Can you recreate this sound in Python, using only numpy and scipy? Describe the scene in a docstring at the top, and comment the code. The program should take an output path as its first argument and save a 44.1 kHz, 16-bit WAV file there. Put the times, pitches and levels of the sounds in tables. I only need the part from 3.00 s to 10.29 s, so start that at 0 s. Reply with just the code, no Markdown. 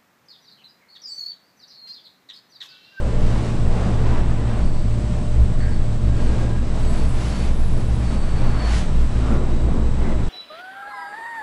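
"""Suction hose in a steel silo

A hose draws sand and dust off the silo floor; the vacuum unit drones outside. Turbulent air roars
and sets hose and silo booming. As the nozzle digs in and lifts, the rush swells and brightens,
sand sizzles up the pipe and the nozzle rim whistles."""
import sys
import numpy as np
from scipy import signal
from scipy.fft import rfft, irfft, next_fast_len
from scipy.io import wavfile
from scipy.ndimage import uniform_filter1d

SR = 44100
rng = np.random.default_rng(int(sys.argv[2]) if len(sys.argv) > 2 else 0)


def inscribe(sig):
    """Save sig as 16-bit PCM at rate SR to the path in sys.argv[1].

    A 1-D sig is mono; a 2-D sig holds one channel per row.
    Samples are clipped to [-1, 1] before scaling.
    """
    pcm = np.round(np.clip(np.atleast_2d(sig).T, -1, 1) * 32767)
    wavfile.write(sys.argv[1], SR, pcm.astype(np.int16))


N = 321489
T = np.arange(N) / SR


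def air_stream(swells_db, grit, flutter_db, patchy_db, draught_db):
    """Turbulence, gritty with sand towards the top, swelling band by band with the flow."""
    # Stream spectrum. Each row: frequency in Hz, relative density in dB.
    spectrum = [(70, -2), (200, 3), (300, 0.5), (450, -2), (700, -4.5), (1000, -9), (1600, -14.5),
                (2600, -18.5), (3900, -21.5), (5200, -24), (7000, -27.5), (8600, -33), (10200, -35),
                (11100, -52.5)]
    # Centres of roar, rush, hiss and sizzle in Hz.
    flow_hz = [380, 1500, 6000, 9800]
    size = 2 * next_fast_len(N // 2 + 1)
    log_hz = np.log(np.maximum(np.fft.rfftfreq(size, 1 / SR), 1))
    hz, density_db = np.transpose(spectrum)
    colour = rms_one(from_db(np.interp(log_hz, np.log(hz), density_db)))
    sand_share = grit * np.interp(log_hz, np.log([500, 3000]), [0, 1])
    air = rfft(rng.standard_normal(N), size)
    sand = rfft(sand_grains(per_s=7000, spread_db=2.0), size)
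    source = colour * (np.sqrt(1 - sand_share) * air + np.sqrt(sand_share) * sand)
    centres = np.log(np.geomspace(150, 11000, 12))
    common_db = flutter_db * drift(8.8)
    out = np.zeros(N)
    for centre, selector in zip(centres, np.eye(len(centres))):
        band = irfft(source * np.interp(log_hz, centres, selector))[:N]
        weights = [np.interp(centre, np.log(flow_hz), row) for row in np.eye(len(flow_hz))]
        out += band * from_db(np.dot(weights, swells_db) + common_db + patchy_db * drift(7.6))
    return from_db(draught_db) * out


def sand_grains(per_s, spread_db):
    """Uneven grains strike the pipe wall at random; rms 1."""
    sizes = from_db(spread_db * np.minimum(rng.exponential(1, N), 5)) * rng.choice([-1, 1], N)
    return rms_one(sizes * (rng.random(N) < per_s / SR))


def sand_bites(flicker_db, sizzle_ratio):
    """The nozzle bites into sand: rise of roar, rush, hiss and sizzle in dB."""
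    # Each row: start, attack, hold and release in seconds, rise of roar, rush and hiss in dB.
    bites = [(-.09, 0.099, 0.12, 0.19, 3.5, 4, 1.5), (0.138, .17, 0.12, 0.24, 7, 7, 6),
             (.52, .33, .02, 0.19, 5.3, 7.5, 4), (.93, .17, 0.036, 0.33, 5.5, 9, 2.5),
             (1.28, .25, .02, 0.12, 5, 7.5, 1), (1.71, 0.39, .22, 0.3, 0.5, .7, 2),
             (2.938, 0.43, .02, 0.23, 6, 3.5, 4), (3.52, 0.48, .02, 0.15, 3.5, 6, 5),
             (4.024, 0.24, 0.17, 0.15, 1, 6.5, 8), (4.57, 0.51, .03, .09, 2.5, 3.5, 3.4),
             (4.962, 0.64, .1, 0.2, 2.5, 9, 2), (5.586, 0.17, .02, .11, -2, 4, 12),
             (5.793, 0.096, 0.43, 0.1, 0.6, 3, 2.5), (6.164, 0.21, 0.064, 0.19, 7, 3.5, 0),
             (6.518, 0.17, 0.081, 0.24, 6, 1.5, -1.5), (6.87, 0.19, .02, 0.27, 5.5, 5, -0.3)]
    roar, rush, hiss = sum(np.outer(row[4:], envelope(*row[:4])) for row in bites)
    return np.array([roar + flicker_db * drift(6), rush, hiss, sizzle_ratio * hiss])


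def silo_walls(x):
    """Close steel walls echo the rush and ripple its spectrum at equal power."""
    # Each row: delay in seconds, gain in dB.
    walls = [(.0047, -28.5), (.0083, -31.5), (0.013, -15), (0.021, -17.5), (0.026, -18)]
    echoes = sum(from_db(db) * np.interp(T - delay_s, T, x, left=0) for delay_s, db in walls)
    return (x + echoes) / np.sqrt(1 + sum(from_db(db) ** 2 for _, db in walls))


def silo_boom(roar_db):
    """Low modes of hose and silo boom steadily; higher silo modes follow the roar."""
    # Each row: frequency in Hz, width in Hz, base level in dB.
    low_modes = [(16.32, 2.76, -17), (24.15, 10.4, -25), (50.2, 2.8, -39.5), (91, 31, -48),
                 (95.1, 4.1, -35.5), (113.6, 5, -31), (124.7, 4.1, -34), (135.4, 3.1, -41.5),
                 (148.8, 6.4, -36), (174.35, 9.1, -34.5), (191, 6.1, -43.5), (211.4, 5.8, -38)]
    high_modes = [(220.8, 3.8, -41), (236.4, 13.6, -38.5), (249.5, 5.9, -50.5), (276.3, 11.7, -41.5),
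                  (303.4, 9.5, -49.5), (324.7, 16.4, -45), (350, 13.4, -45), (441.4, 21.5, -46.5),
                  (511, 5, -56.5), (651.5, 8, -56), (1001, 12, -55.5), (1125, 8.7, -57)]
    boom = standing_waves(low_modes, span_s=0.73)
    return boom + from_db(-2.5 + 0.9 * roar_db) * standing_waves(high_modes, span_s=0.31)


def hose_surge(rest_db=-23, half_throb_s=0.074):
    """The air column beats and throbs harder as each slug of sand passes."""
    # Each row: frequency in Hz, width in Hz, relative level in dB.
    column_modes = [(56.44, 2.56, -1.4), (61.9, 4.6, -2.5)]
    # Each row: time in seconds, rise in dB.
    slugs = [(1.17, 4.5), (1.7, 2.5), (2.42, 9), (3.07, 4), (3.25, 5.5), (4.0, 5.5), (4.48, 7), (4.98, 7),
             (5.68, 9.5), (6.05, 7), (6.28, 8), (6.62, 5), (6.85, 5)]
    load_db = sum(db * np.exp(-((T - at_s) / half_throb_s) ** 2) for at_s, db in slugs)
    return steadied(resonances(column_modes), span_s=0.29) * from_db(rest_db + load_db)


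def nozzle_hiss(hiss_db):
    """Nozzle resonances, weakly following the stream's hiss."""
    # Each row: frequency in Hz, width in Hz, base level in dB.
    modes = [(7650, 620, -59), (8110, 870, -56.5), (3910, 280, -63.5)]
    return from_db(-1.3 + 0.21 * hiss_db) * resonances(modes)


def nozzle_whistles():
    """Edge tones with the rim near the sand; blown harder, a note grows purer and sags."""
    # Each entry, by register: pitch in Hz, width in Hz, peak tone-to-breath ratio, peak sag in Hz.
    registers = {"pipe": (1622, 41, .6, 0), "rim": (4520, 200, 1.3, 95), "high": (8220, 160, 1.0, 270)}
    # Each row: start, attack, hold and release in seconds, rms level in dB, register.
    notes = [(1.2, 0.34, 1.3, .3, -63, "high"), (1.58, 0.039, .03, 0.41, -54, "rim"),
             (2.597, .015, .035, .03, -51.5, "rim"), (2.706, .015, .03, .08, -51, "rim"),
             (2.598, .02, 0.064, 0.12, -50.5, "pipe"), (2.8, 0.453, .06, .12, -56, "rim"),
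             (3.027, .1, .36, 0.32, -49, "pipe"), (3.127, .07, 0.0486, 0.147, -57, "high"),
             (3.783, 0.057, 0.19, 0.11, -53, "rim"), (3.763, .12, 0.028, .06, -47, "high"),
             (3.92, 0.057, .1, .15, -53.5, "high"), (4.262, 0.077, 0.087, .06, -47.5, "rim"),
             (5.0, 0.053, 0.6, 0.13, -51.5, "rim"), (5.04, .06, .1, .4, -54.5, "high"),
             (5.54, .12, .03, 0.044, -45, "rim")]
    out = np.zeros(N)
    for name, (hz, width_hz, purity, sag_hz) in registers.items():
        level = sum(from_db(db) * envelope(*shape) for *shape, db, register in notes if register == name)
        drive = level / level.max()
        out += level * edge_tone(hz - sag_hz * drive, width_hz, purity * drive)
    return out


def gap_squeal(start_s=3.71, fade_after_s=0.94, fade_db_per_s=16):
    """Air squeals through a narrow gap: the pitch sags and steadies, the note fades over a fine hiss."""
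    # Hiss resonance. Each row: frequency in Hz, width in Hz, rms level in dB.
    spray = [(9300, 1500, -66)]
    settled_hz, sag_hz, jitter_hz, mirror_hz = 10365, 290, 90, 11025
    age_s = np.maximum(T - start_s, 0)
    hz = settled_hz + sag_hz * np.exp(-(age_s / .23) ** 2)
    hz += jitter_hz * np.exp(-age_s / 0.64) * drift(300)
    squeal = edge_tone(hz, width_hz=71.4, purity=0.9)
    # Faint rising high tone: the recorder mirrors the squeal about 11025 Hz.
    alias = from_db(-14) * edge_tone(2 * mirror_hz - hz, width_hz=70, purity=1.2)
    level_db = -57.5 - fade_db_per_s * np.maximum(age_s - fade_after_s, 0)
    gap = envelope(start_s, attack_s=0.17, hold_s=2.48, release_s=.06)
    return gap * (from_db(level_db) * (squeal + alias) + resonances(spray))


def noise_swells():
    """Brief swells of narrow-band noise, low hoots to higher rasps, colour the rush."""
    # Each row: middle and half length in seconds, centre and width in Hz, level in dB.
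    swells = [(.07, 0.3, 523, 160, -35), (0.206, 0.15, 175.5, 13, -27.5), (0.836, 0.44, 512, 310, -33),
              (0.863, 0.13, 184.7, 26, -23.5), (1.135, 0.17, 994, 43, -37.5), (3.879, 0.25, 638, 50, -45),
              (4.442, 0.042, 2600, 1700, -45), (5.716, 0.19, 1750, 600, -44), (5.73, .11, 2860, 420, -47.5),
              (6.303, 0.19, 1280, 360, -39), (6.31, 0.19, 244, 16, -26.5), (6.43, 0.39, 351, 25, -36.5),
              (7.068, 0.14, 2050, 260, -46), (7.114, 0.21, 377, 34, -36.5)]
    out = np.zeros(N)
    for middle_s, half_s, hz, width_hz, db in swells:
        near = np.abs(T - middle_s) < half_s
        noise = rng.standard_normal(N)[near]
        bandpass = signal.butter(2, [hz - width_hz / 2, hz + width_hz / 2], "band", fs=SR, output="sos")
        band = signal.sosfilt(bandpass, np.tile(noise, 2))[len(noise):]
        swell = np.cos(np.pi / 2 * (T[near] - middle_s) / half_s) ** 2
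        out[near] += from_db(db) * swell * steadied(band, half_s / 2)
    return out


def lumps(tick_t60_s=.03):
    """A lump ticks on the rim and its grains rattle away up the pipe."""
    # Each row: start in seconds, level in dB, rattle's 60 dB decay time in seconds.
    gulps = [(2.604, -44.5, 0.71), (6.312, -48.5, 0.5)]
    # Each row: frequency in Hz, width in Hz, gain in dB.
    rattle_modes = [(1740, 700, 4.5), (4500, 3000, -18)]
    tick_modes = [(1100, 900, 10), (3600, 3000, 0)]
    rattle, tick = np.zeros((2, N))
    for start_s, db, t60_s in gulps:
        age_s = np.maximum(T - start_s, 0)
        rattle += (T >= start_s) * from_db(db - 60 * age_s / t60_s)
        tick += (T >= start_s) * from_db(db - 60 * age_s / tick_t60_s)
    return rattle * resonances(rattle_modes) + tick * resonances(tick_modes)


def vacuum_unit(whine_hz=598, thin_hz=3865, thin_db_per_s=1):
    """Engine drone and wavering blower tones, heard from inside the silo."""
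    # Each row: time in seconds, pitch in Hz, base level in dB.
    drone_curve = [(0, 112.5, -24), (.55, 112.3, -23), (1.3, 111.8, -26.5), (2.4, 111.1, -26),
                   (3.9, 111.8, -27.5), (5.4, 114.5, -35), (6.25, 112, -30), (7.29, 112.3, -32)]
    # Each row: multiple of the pitch, gain in dB.
    harmonics = [(1, 4), (2, -17.5)]
    # Each row: time in seconds, base level in dB.
    whine_curve = [(0, -46), (1.3, -44.5), (2.1, -39.5), (2.7, -43), (3.35, -43), (5.5, -52), (6.25, -46),
                   (7.29, -53)]
    # Each row: frequency in Hz, level in dB.
    lesser_tones = [(1387, -63.5), (1820, -66)]
    drone_hz, drone_db = in_time(drone_curve)
    phase = phase_of(drone_hz)
    out = sum(from_db(drone_db + db) * np.sin(order * phase) for order, db in harmonics)
    whine_db = in_time(whine_curve)[0] + 0.5
    thin_db = -64 + thin_db_per_s * T
    for hz, db in [(whine_hz, whine_db), (thin_hz, thin_db), *lesser_tones]:
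        out += from_db(db + 2 * np.tanh(drift(4.9))) * np.sin(phase_of(hz + 2 * drift(8.5)))
    return out


def edge_tone(hz, width_hz, purity):
    """Narrow-band breath around a wavering pure core; rms 1."""
    core = np.sqrt(2) * np.sin(phase_of(hz + width_hz / 8 * drift(24.3)))
    lowpass = signal.butter(2, width_hz / 2, fs=SR, output="sos")
    in_phase, quadrature = signal.sosfilt(lowpass, rng.standard_normal((2, N)))
    phase = phase_of(hz)
    breath = rms_one(in_phase * np.cos(phase) + quadrature * np.sin(phase))
    return (breath + purity * core) / np.sqrt(1 + purity ** 2)


def resonances(modes):
    """Turbulence rings each mode; two stages keep the valleys between them dark."""
    out = np.zeros(N)
    for hz, width_hz, db in modes:
        r = np.exp(-np.pi * width_hz / SR)
        stage = [1 - r, 0, r - 1, 1, -2 * r * np.cos(2 * np.pi * hz / SR), r * r]
        ringing = signal.sosfilt([stage, stage], rng.standard_normal(N + SR // 2))[-N:]
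        out += from_db(db) * rms_one(ringing)
    return out


def standing_waves(modes, span_s):
    """Modes fed by a constant draught: each beats but keeps its strength."""
    return sum(from_db(db) * steadied(resonances([(hz, width, 0)]), span_s) for hz, width, db in modes)


def steadied(x, span_s):
    """Level out slow swells; rms 1."""
    return rms_one(x / np.sqrt(uniform_filter1d(x ** 2, int(span_s * SR)) + 1e-12))


def envelope(start_s, attack_s, hold_s, release_s):
    """Smooth rise to 1, hold, smooth fall."""
    up = np.clip((T - start_s) / attack_s, 0, 1)
    down = np.clip((start_s + attack_s + hold_s + release_s - T) / release_s, 0, 1)
    return np.sin(np.pi / 2 * np.minimum(up, down)) ** 2


def drift(rate_hz):
    """Smooth random wander; rms 1."""
    step, warmup = 40, 2000
    r = np.exp(-2 * np.pi * rate_hz * step / SR)
    slow = signal.lfilter([1], [1, -2 * r, r * r], rng.standard_normal(N // step + warmup + 2))[warmup:]
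    return np.interp(np.arange(N) / step, np.arange(len(slow)), rms_one(slow))


def in_time(rows):
    """Each column of a curve at every sample."""
    times_s, *columns = np.transpose(rows)
    return [np.interp(T, times_s, column) for column in columns]


def phase_of(hz):
    """Running phase in radians."""
    return 2 * np.pi * np.cumsum(hz * np.ones(N)) / SR


def from_db(db):
    """Decibels to gain."""
    return 10 ** (np.asarray(db) / 20)


def rms_one(x):
    """Scale to unit rms."""
    return x / np.sqrt(np.mean(x ** 2) + 1e-20)


def scene():
    """Air stream, booming silo and hose, nozzle sounds and the unit outside; mono."""
    swells_db = sand_bites(flicker_db=0.85, sizzle_ratio=1.15)
    roar_db, _, hiss_db, _ = swells_db
    air = silo_walls(air_stream(swells_db, grit=0.39, flutter_db=0.75, patchy_db=0.03, draught_db=-35))
    silo = silo_boom(roar_db)
    nozzle = nozzle_hiss(hiss_db) + nozzle_whistles() + gap_squeal()
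    return (air + silo + nozzle + noise_swells() + lumps() + hose_surge() + vacuum_unit())[None]


def record(dry):
    """Rounded peaks, 2 ms end fades, steep treble cut."""
    cutoff_hz = 11870
    fades = np.sin(np.pi / 2 * np.minimum(np.minimum(T, T[::-1]) / .002, 1)) ** 2
    rounded = 1.573 * np.tanh(dry / 1.67)
    return signal.sosfilt(signal.ellip(12, .1, 90, cutoff_hz, fs=SR, output="sos"), fades * rounded)


dry = scene()
out = record(dry)
inscribe(out)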